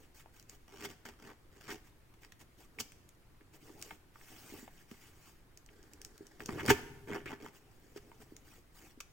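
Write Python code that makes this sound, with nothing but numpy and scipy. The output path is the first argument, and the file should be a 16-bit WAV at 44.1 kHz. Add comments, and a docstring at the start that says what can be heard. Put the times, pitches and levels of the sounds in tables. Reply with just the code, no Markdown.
"""Tape snaps, fizzes and rips under a sawing knife, while the small cardboard box it seals drums along.
Friction makes each cut: the blade sticks and slips, and shakes the cut edge, hollow box and tape film.
Between cuts, hands rub, turn and bump the box: softer friction, and blows that ring damped resonances.
The box lies on a cloth in a quiet room, which adds quick echoes, a faint tail and a low rumble."""
import sys
import numpy as np
from scipy import signal
from scipy.fft import rfft, irfft, next_fast_len
from scipy.io import wavfile
from scipy.ndimage import uniform_filter1d

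SR = 44100
rng = np.random.default_rng(int(sys.argv[2]) if len(sys.argv) > 2 else 0)


def unload_audio(sound):
    """Save the sound as a 16-bit wav file, at the path given as the first command line argument."""
    columns = np.transpose(np.atleast_2d(sound))
    # keep every value between -1 and 1, then stretch to whole-number steps
    steps = np.round(np.clip(columns, -1, 1) * 32767)
    wavfile.write(sys.argv[1], SR, steps.astype(np.int16))


N = 402191  # length of the scene in samples
RESPONSE_N = 4096  # length of an impulse response in samples
BINS = np.fft.rfftfreq(RESPONSE_N, 1 / SR)  # its frequencies in Hz

# Source levels in dB hold before the ports and the room; colours are relative.

# Strokes of the blade sawing through tape. Each row: start in seconds, length in seconds,
# rasp level in dB, growth over the stroke in dB, drumming re rasp in dB, fizz re rasp in dB.
SAW_STROKES = [(0.677, 0.18, -61.5, 14, 4, -1.5), (0.89, 0.017, -62.5, -1, 2, 2),
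               (1.051, 0.05, -56, -13, -0.5, -3.5), (1.189, 0.1, -63.5, 6, 5, -3.5),
               (1.515, 0.21, -65.5, 18.5, 4.5, 0), (6.395, 0.076, -66, -7.5, 12, 4),
               (6.483, 0.12, -59, -11, 12.5, -4), (6.627, 0.076, -51.5, 5.5, 7.5, -2),
               (6.766, 0.015, -56.5, -8, 6, -5.5), (7.073, 0.087, -49.5, 7.5, 6, -11),
               (7.257, 0.085, -52, -2, 1, -10.5), (7.401, 0.066, -63, 11, 7.5, -3.5)]
# The tape giving way all at once. Each row: time of the height in seconds, length in seconds,
# rasp level in dB, fizz re rasp in dB.
RIPS = [(0.852, 0.021, -47, 1), (1.723, 0.047, -55, 4), (2.805, 0.016, -48.5, 12.5),
        (6.603, 0.034, -41.5, -13), (6.706, 0.028, -23, -7), (7.973, 0.025, -57.5, 1)]
# Colour of the cut edge. Each row: frequency in Hz, level in dB.
EDGE_COLOUR = [(450, -12), (650, -2), (900, 1.5), (1600, 6), (2150, 3.5), (2600, -3), (3200, -7),
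               (3800, -26), (6000, -60)]
# Colour of the hollow box. Each row: frequency in Hz, level in dB.
BOX_COLOUR = [(30, -36), (80, -4), (150, -5), (240, -3), (320, 0.5), (410, -2), (520, -9), (750, -11),
              (1500, -72)]
# Colour of the tape film. Each row: frequency in Hz, level in dB.
FILM_COLOUR = [(1800, -8), (3000, 10), (3900, 0.5), (4800, 9), (7500, 7), (9000, -0.5), (12500, -3.5),
               (14500, 2.5)]


def cutting():
    """Stick-slip excitation: jerks of the blade drive edge, box and film; in a rip they crowd together."""
    edge = response(read(EDGE_COLOUR, BINS) + panel_db())
    box = response(read(BOX_COLOUR, BINS) + panel_db())
    film = response(read(FILM_COLOUR, BINS))
    bodies = [edge, box, film]
    sawing = wandering(slips(per_s=550, spread_db=3, drag=0.3, ragged_db=1.8), patchy_db=3.5)
    tearing = wandering(slips(per_s=2200, spread_db=2.5, drag=0.3, ragged_db=1.5), patchy_db=3.5)
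    out = np.zeros(N)
    for start, length, db, growth_db, drum_db, fizz_db in SAW_STROKES:
        levels = [db, db + drum_db, db + fizz_db]
        out += stroke(start, draw(length, growth_db), sawing, bodies, levels)
    for s, length, db, fizz_db in RIPS:
        # the more film parts, the harder the box springs back, up to 2 dB re rasp
        drum_db = 2 + min(fizz_db, 0)
        start, force = swell(s, length, rise_share=0.56, shape=1.68)
        out += stroke(start, force, tearing, bodies, [db, db + drum_db, db + fizz_db])
    return out


# The strip of tape ahead of the blade singing as its free length changes. Each row: start in seconds,
# length in seconds, level in dB, first resonance in Hz, last resonance in Hz.
ZIPS = [(1.278, 0.05, -59.5, 1540, 760), (1.677, 0.051, -49.5, 1040, 2270), (7.266, 0.029, -51, 1870, 2460)]


def zipping():
    """Gliding resonance: quick slips ring the taut tape, whose resonance moves as the blade travels."""
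    friction = slips(per_s=1500, spread_db=2, drag=0.3, ragged_db=1)
    out = np.zeros(N)
    for start, length, db, first_hz, last_hz in ZIPS:
        hz = np.geomspace(first_hz, last_hz, round(length * SR))
        ring = friction[round(start * SR):][:len(hz)]
        for _ in range(2):
            ring = resonate(ring, hz, width_hz=1020)
        add(out, start, amp(db) * evened(ring * signal.windows.tukey(len(hz))))
    return out


# Levels of the point feeling its way along the seam, in one row: blade ring in dB,
# drumming in dB, fizz in dB.
SCRAPE_LEVELS = (-73, -66.5, -76)
# Modes of the blade. Each row: frequency in Hz, width in Hz, level in dB.
BLADE_MODES = [(1690, 530, 4.5), (4800, 560, -7.5), (5640, 400, -12)]


def scraping():
    """Modal resonance under light friction: the point drags over the tape and the blade rings faintly."""
    power = 0
    for hz, width, db in BLADE_MODES:
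        power = power + amp(2 * db) / (1 + (2 * (BINS - hz) / width) ** 2)
    blade = response(10 * np.log10(power))
    box = response(read(BOX_COLOUR, BINS) + panel_db())
    film = response(read(FILM_COLOUR, BINS))
    friction = wandering(slips(per_s=5800, spread_db=0.5, drag=0.43, ragged_db=3.1), patchy_db=2.5)
    start_s, length_s = 5.70, 0.68
    return stroke(start_s, draw(length_s, growth_db=1.0), friction, [blade, box, film], SCRAPE_LEVELS)


# Tape film snapping under the point. Each row: time in seconds, peak in dB before gain_db.
SNAPS = [(0.3975, -37), (0.4263, -43), (0.4962, -32.5), (2.9203, -38.5), (3.0904, -40), (3.149, -58),
         (3.815, -34), (3.8247, -26.5), (5.5739, -36), (5.662, -43), (5.8287, -44), (5.9347, -35),
         (6.0161, -30), (6.0486, -28), (6.1788, -37.5), (6.268, -39.5), (6.4596, -26.5), (6.6617, -21.5),
         (8.3655, -33.5), (9.0037, -29), (9.0087, -31)]
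# The point breaking through tape and the fibres under it. Each row: time in seconds,
# peak in dB before gain_db.
CRACKS = [(0.7998, -47), (0.824, -40), (0.851, -37), (0.8564, -37), (1.0586, -47), (1.7435, -43),
          (2.139, -53), (2.233, -46), (2.2414, -49), (2.2474, -46.5), (2.321, -40.5), (2.4158, -43.5),
          (3.825, -39), (4.913, -41.5), (6.68, -23), (6.6949, -23.5), (6.714, -21.5), (9.0045, -33.5)]
# Blade and fingernails tapping the cardboard. Each row: time in seconds,
# peak in dB before gain_db, ring in Hz.
TAPS = [(0.259, -49, 725), (2.787, -34.5, 2190), (2.92, -47, 2350), (3.409, -53, 1880), (3.694, -49, 744),
        (3.908, -36.5, 2040), (3.911, -42, 774), (4.157, -48, 1160), (4.212, -48, 1780), (4.678, -43, 656),
        (5.689, -49, 2240), (6.404, -34, 1570), (6.49, -32.5, 1260), (6.684, -20.5, 1600),
        (7.121, -38, 1210), (7.204, -45, 1560), (7.328, -38, 920), (7.462, -38, 1030), (8.116, -48.5, 825)]
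# The box bumped or flexing. Each row: time in seconds, peak in dB before gain_db, ring in Hz.
KNOCKS = [(0.868, -45, 167), (1.722, -38, 326), (1.743, -40.5, 324), (2.81, -46, 257), (3.412, -52, 312),
          (3.699, -45.5, 340), (4.522, -40.5, 252), (4.537, -38.5, 307), (4.627, -42, 226),
          (4.914, -38.5, 205), (6.206, -40, 325), (6.489, -29.5, 189), (6.688, -19, 228.6),
          (6.708, -14.5, 410), (7.328, -36, 280), (7.96, -37, 363), (8.32, -43, 308), (8.974, -47, 256)]


def handling():
    """Impact excitation: snaps of film, cracks of fibre, dry taps on the wall, hollow knocks of the box."""
    skin = read(SKIN_COLOUR, BINS)
    wall = panel_db() + read([(2800, 20.0), (6000, -4.0)], BINS)
    box = panel_db() + read(BOX_COLOUR, BINS)
    snap_rows = [(s, db, 6430) for s, db in SNAPS]  # ring in Hz
    crack_rows = [(s, db, 1990) for s, db in CRACKS]
    snaps = hits(snap_rows, skin, q=1.26, crumble=0.95, crumble_s=0.00095, gain_db=-0.5)
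    cracks = hits(crack_rows, skin, q=0.5, crumble=1.77, crumble_s=0.0027, gain_db=0.0)
    taps = hits(TAPS, wall, q=2.6, crumble=0.76, crumble_s=0.0032, gain_db=1.5)
    knocks = hits(KNOCKS, box, q=3.66, crumble=0.34, crumble_s=0.0014, gain_db=-1.5)
    return snaps + cracks + taps + knocks


# Fingers rubbing over the box and its flaps. Each row: time of the height in seconds,
# length in seconds, hiss level in dB, drumming re hiss in dB.
RUBS = [(0.015, 0.087, -68.5, 3), (0.175, 0.074, -60, -16), (0.368, 0.094, -65.5, -17),
        (0.514, 0.073, -63.5, -4), (1.866, 0.066, -68.5, -14), (2.233, 0.058, -66.5, -1),
        (2.407, 0.038, -61, -1.5), (2.608, 0.085, -64, -3), (2.785, 0.12, -74, 12),
        (3.547, 0.043, -62, -0.5), (3.669, 0.17, -64.5, 2.5), (3.845, 0.17, -59, -1),
        (7.551, 0.055, -64.5, -12), (7.93, 1, -72.5, 4.5), (8.213, 0.036, -63.5, 0),
        (8.511, 0.15, -65.5, -5), (8.806, 0.18, -62, -4)]
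# Colour of sliding, also used for snaps and cracks. Each row: frequency in Hz, level in dB.
SKIN_COLOUR = [(200, -6), (550, 2), (1900, 5.5), (3000, 3.5), (3900, -4), (5000, 0.5), (7300, 1.5),
               (10000, -5), (12500, -6.5), (15000, 0.5)]


def sliding():
    """Fine-grained friction: skin on cardboard slips far more often and more softly than the blade saws."""
    bodies = [response(read(SKIN_COLOUR, BINS)), response(read(BOX_COLOUR, BINS))]
    friction = wandering(slips(per_s=4000, spread_db=4.0, drag=0.7, ragged_db=1.3), patchy_db=4.0)
    out = np.zeros(N)
    for s, length, db, drum_db in RUBS:
        start, force = swell(s, length, rise_share=0.38, shape=4.1)
        out += stroke(start, force, friction, bodies, [db, db + drum_db])
    return out


# The box turned round on the cloth. Each row: time in seconds,
# level in dB before the offsets of hiss and drumming.
TURN = [(4.14, -73.5), (4.292, -63), (4.592, -60), (4.694, -74), (4.822, -69), (4.866, -82), (4.92, -64.5),
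        (4.968, -71), (5.074, -65.5), (5.142, -75), (5.284, -67), (5.45, -91)]


def turning():
    """Speed-dependent friction: the hiss of cardboard on cloth follows the speed; the box drums along."""
    hiss_db, drum_db = 4, 1.5
    drum_power = 1.73  # the drumming grows faster with speed than the hiss
    friction = wandering(slips(per_s=5300, spread_db=4, drag=0.91, ragged_db=0.3), patchy_db=3.0)
    times, level = np.transpose(TURN)
    start, top_db = times[0], level.max()
    t = np.arange(start, times[-1], 1 / SR)
    speed = amp(np.interp(t, times, level) - top_db)
    surface, box = response(read(SKIN_COLOUR, BINS)), response(read(BOX_COLOUR, BINS))
    hiss = stroke(start, speed, friction, [surface], [top_db + hiss_db])
    drumming = stroke(start, speed ** drum_power, friction, [box], [top_db + drum_db])
    return hiss + drumming


# The cloth-covered surface heaving under the box. 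Each row: time of the height in seconds,
# length in seconds, level in dB.
THUDS = [(6.498, 0.31, -50), (6.68, 0.028, -32.5), (6.735, 0.15, -60.5)]
# Colour of that surface. Each row: frequency in Hz, level in dB.
SURFACE_COLOUR = [(30, 11.5), (55, 4), (150, 14), (300, -24.5)]


def thudding():
    """Transmission into the support: the hardest pushes reach the soft surface under the box."""
    heave = rng.standard_normal(N)
    surface = response(read(SURFACE_COLOUR, BINS))
    out = np.zeros(N)
    for s, length, db in THUDS:
        start, force = swell(s, length, rise_share=0.091, shape=0.41)
        out += stroke(start, force, heave, [surface], [db])
    return out


# Modes of the cardboard panels. Each row: frequency in Hz, width in Hz, lift in dB.
PANEL_MODES = [(238, 22, 7), (400, 35, 9), (908, 50, 5), (1745, 45, 4), (2140, 40, 3), (3180, 50, 7)]


def panel_db():
    """Modal response: the lift in dB that the panel modes give to whatever shakes the box."""
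    return sum(db / (1 + (2 * (BINS - hz) / width) ** 2) for hz, width, db in PANEL_MODES)


def slips(per_s, spread_db, drag, ragged_db):
    """Stick and slip: clicks of uneven size over a smooth drag, clumped as fibres catch and let go."""
    size = amp(spread_db * np.minimum(rng.exponential(1, N), 4))
    happens = rng.random(N) < per_s / SR
    clicks = size * rng.choice([-1, 1], N) * happens
    grip = amp(ragged_db * evened(uniform_filter1d(rng.standard_normal(N), size=300)))
    return evened(grip * (evened(clicks) + drag * rng.standard_normal(N)))


def wandering(x, patchy_db):
    """Moving contact: patches of the spectrum come and go, as resonances do when the point travels."""
    z = signal.stft(x, nperseg=512)[2]
    blur = np.outer(np.hanning(9), np.hanning(7))
    patches = evened(signal.fftconvolve(rng.standard_normal(z.shape), blur, "same"))
    return signal.istft(z * evened(amp(patchy_db * patches)))[1][:N]


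def draw(length, growth_db):
    """Force of a drawn blade: it bites, bears down or eases steadily, and lets go."""
    attack_s, release_s = 0.0019, 0.026
    t = np.arange(0, length + 5 * release_s, 1 / SR)
    bite = np.minimum(t / attack_s, 1)
    hold = amp(growth_db * (np.minimum(t / length, 1) - 0.5))
    return bite * hold * np.exp(-np.maximum(t - length, 0) / release_s)


def swell(s, length, rise_share, shape):
    """Transient force: start and course of a push that builds to its height at time s and dies away."""
    rise = length * rise_share
    fall = length - rise
    t = np.arange(-3 * rise, 3 * fall, 1 / SR)
    return s + t[0], np.exp(-abs(t / np.where(t < 0, rise, fall)) ** shape)


def balanced(x, smooth_hz, evenness):
    """Broadband drive: many slips push about equally in every band, so the body sets most of the colour."""
    z = rfft(x, 2 * len(x))
    power = uniform_filter1d(abs(z) ** 2, int(smooth_hz * 2 * len(x) / SR) + 1)
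    return irfft(z / (abs(power) + 1e-12) ** (evenness / 2))[:len(x)]


def stroke(start, force, friction, bodies, levels):
    """Source and filter: force swells the friction, which drives every body at that body's level."""
    stretch = friction.take(round(start * SR) + np.arange(len(force)), mode="wrap")
    # half of the force before the balancing and half after it
    drive = np.sqrt(force) * balanced(np.sqrt(force) * stretch, smooth_hz=260, evenness=0.8)
    out = np.zeros(N)
    for body, db in zip(bodies, levels):
        sound = signal.fftconvolve(drive, body)
        add(out, start, amp(db) * sound * np.linalg.norm(force) / np.linalg.norm(sound))
    return out


def hits(rows, colour, q, crumble, crumble_s, gain_db):
    """Damped resonance: a push and a brief crumble of fibres ring one mode of the thing struck."""
    out, t = np.zeros(N), np.arange(RESPONSE_N) / SR
    noise = rng.standard_normal((len(rows), RESPONSE_N))
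    for (s, db, hz), grit in zip(rows, noise):
        grit = grit * np.exp(-t / crumble_s)
        push = (t == 0) + crumble * grit / np.linalg.norm(grit)
        ring_db = -10 * np.log10(1 + (q * (BINS / hz - hz / (BINS + 1))) ** 2)
        sound = signal.fftconvolve(push, response(ring_db + colour))
        add(out, s + 0.0007, amp(db + gain_db) * sound / abs(sound).max())
    return out


def resonate(x, hz, width_hz):
    """Heterodyne resonator: shifts the curve hz down to zero, smooths there and shifts back."""
    turn = np.exp(2j * np.pi * np.cumsum(hz) / SR)
    r = np.exp(-np.pi * width_hz / SR)
    return (turn * signal.lfilter([1 - r], [1, -r], x / turn)).real


# Width of the sound between left and right. Each row: frequency in Hz, # side re mid in dB (before side_db in
# the background).
SIDE_WIDTH = [(200, -14), (1300, -4), (2500, -6), (4500, -1.5), (8000, -10.5)]


def ports(x, spread_s):
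    """Multipath phase: many short paths set the two microphone ports out of phase, by frequency."""
    t = np.arange(RESPONSE_N) / SR
    paths = rfft(rng.standard_normal(RESPONSE_N) * np.exp(-t / spread_s))
    weight = evened(np.cos(np.angle(paths))) * amp(read(SIDE_WIDTH, BINS))
    quarter_turn = np.fft.fftshift(irfft(1j * weight))
    side = signal.oaconvolve(x, quarter_turn, "same")
    return np.array([x + side, x - side])


def scatter(t60, delay_s):
    """Diffuse decay: two unrelated trains of reflections of energy 1, each band dying at its own speed."""
    hz, t, z = signal.stft(rng.standard_normal((2, SR)), SR, nperseg=256)
    tail = signal.istft(z * amp(-60 * t / read(t60, hz)[:, None]), SR)[1]
    tail = np.pad(tail, ((0, 0), (round(delay_s * SR), 0)))[:, :SR]
    return tail / np.linalg.norm(tail, axis=1, keepdims=True)


# Reverberation of the bare room. Each row: frequency in Hz, time to fall by 60 dB in seconds.
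ROOM_DECAY = [(150, 1), (1500, 0.73), (6000, 0.66), (15000, 0.58)]


def room(x, near_db, far_db):
    """Reverberation: quick echoes off the box and nearest walls, then the faint ring of the bare room."""
    near = amp(near_db) * scatter([(1000, 0.1)], delay_s=0.002)
    far = amp(far_db) * scatter(ROOM_DECAY, delay_s=0.015)
    mid, side = signal.fftconvolve(x[None], near + far, axes=1)[:, :N]
    side = coloured(side, [(200, -15.5), (2500, -0.5)])  # long waves reach both ports alike
    return np.array([mid + side, mid - side])


# Colour of the room rumble. Each row: frequency in Hz, level in dB.
RUMBLE_COLOUR = [(20, 0.5), (45, -5), (120, -6.5), (200, -16), (330, -13), (600, -23), (2000, -27.5),
                 (4000, -36), (15000, -39)]


def background(side_db):
    """Ambient noise: low room rumble shared by both ports, under a faint hiss that is not."""
    level_db = -62.5
    mid, side = evened(coloured(rng.standard_normal((2, N)), RUMBLE_COLOUR))
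    mid = wandering(mid, patchy_db=1.5)
    side = amp(side_db) * coloured(side, SIDE_WIDTH)
    return amp(level_db) * np.array([mid + side, mid - side])


def amp(db):
    """Level law: decibels to gain."""
    return 10 ** (np.asarray(db) / 20)


def evened(x):
    """Equal power: scales to rms 1."""
    return x / np.sqrt(np.mean(x ** 2) + 1e-20)


def read(points, hz):
    """Logarithmic pitch: joins (Hz, value) points on a log-frequency axis."""
    f, value = np.transpose(points)
    return np.interp(np.log(hz + 1), np.log(f + 1), value)


def add(mix, s, sound):
    """Superposition: lays a sound into the mix from time s."""
    at = round(s * SR)
    sound = sound[max(-at, 0):]
    part = mix[max(at, 0):][:len(sound)]
    part += sound[:len(part)]


def response(db):
    """Minimum phase: the causal impulse response of a dB curve over BINS."""
    log_gain = np.log(amp(np.maximum(db, -100)))
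    circle = np.concatenate([log_gain, log_gain[-2:0:-1]])
    return irfft(np.exp(np.conj(signal.hilbert(circle)))[:len(BINS)])


def coloured(x, points):
    """Linear filtering: gives a long sound the spectrum of (Hz, dB) points."""
    size = next_fast_len(N + RESPONSE_N)
    gain = amp(read(points, np.fft.rfftfreq(size, 1 / SR)))
    return irfft(rfft(x, size) * gain, size)[..., :N]


def scene():
    """Superposition of all the work on the box, heard from close by in the room."""
    box = cutting() + zipping() + scraping() + handling() + sliding() + turning() + thudding()
    direct = ports(box, spread_s=0.0015)
    return direct + room(box, near_db=-10.0, far_db=-17.5) + background(side_db=3.5)


# Colour of the left port over the right. Each row: frequency in Hz, difference in dB.
PORT_LEAN = [(200, 0), (2800, 1), (4500, 3), (8000, -3), (10500, -2.5), (14000, 4)]


def record(dry):
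    """Linear filtering: the two ports differ in colour, half each way; then a low-pass limits the band."""
    left = coloured(dry[0], [(hz, db / 2) for hz, db in PORT_LEAN])
    right = coloured(dry[1], [(hz, -db / 2) for hz, db in PORT_LEAN])
    edge = signal.firwin(511, 16100, window=("kaiser", 9), fs=SR)  # cutoff in Hz
    return signal.oaconvolve(np.array([left, right]), edge[None], "same", axes=1)


dry = scene()
out = record(dry)
unload_audio(out)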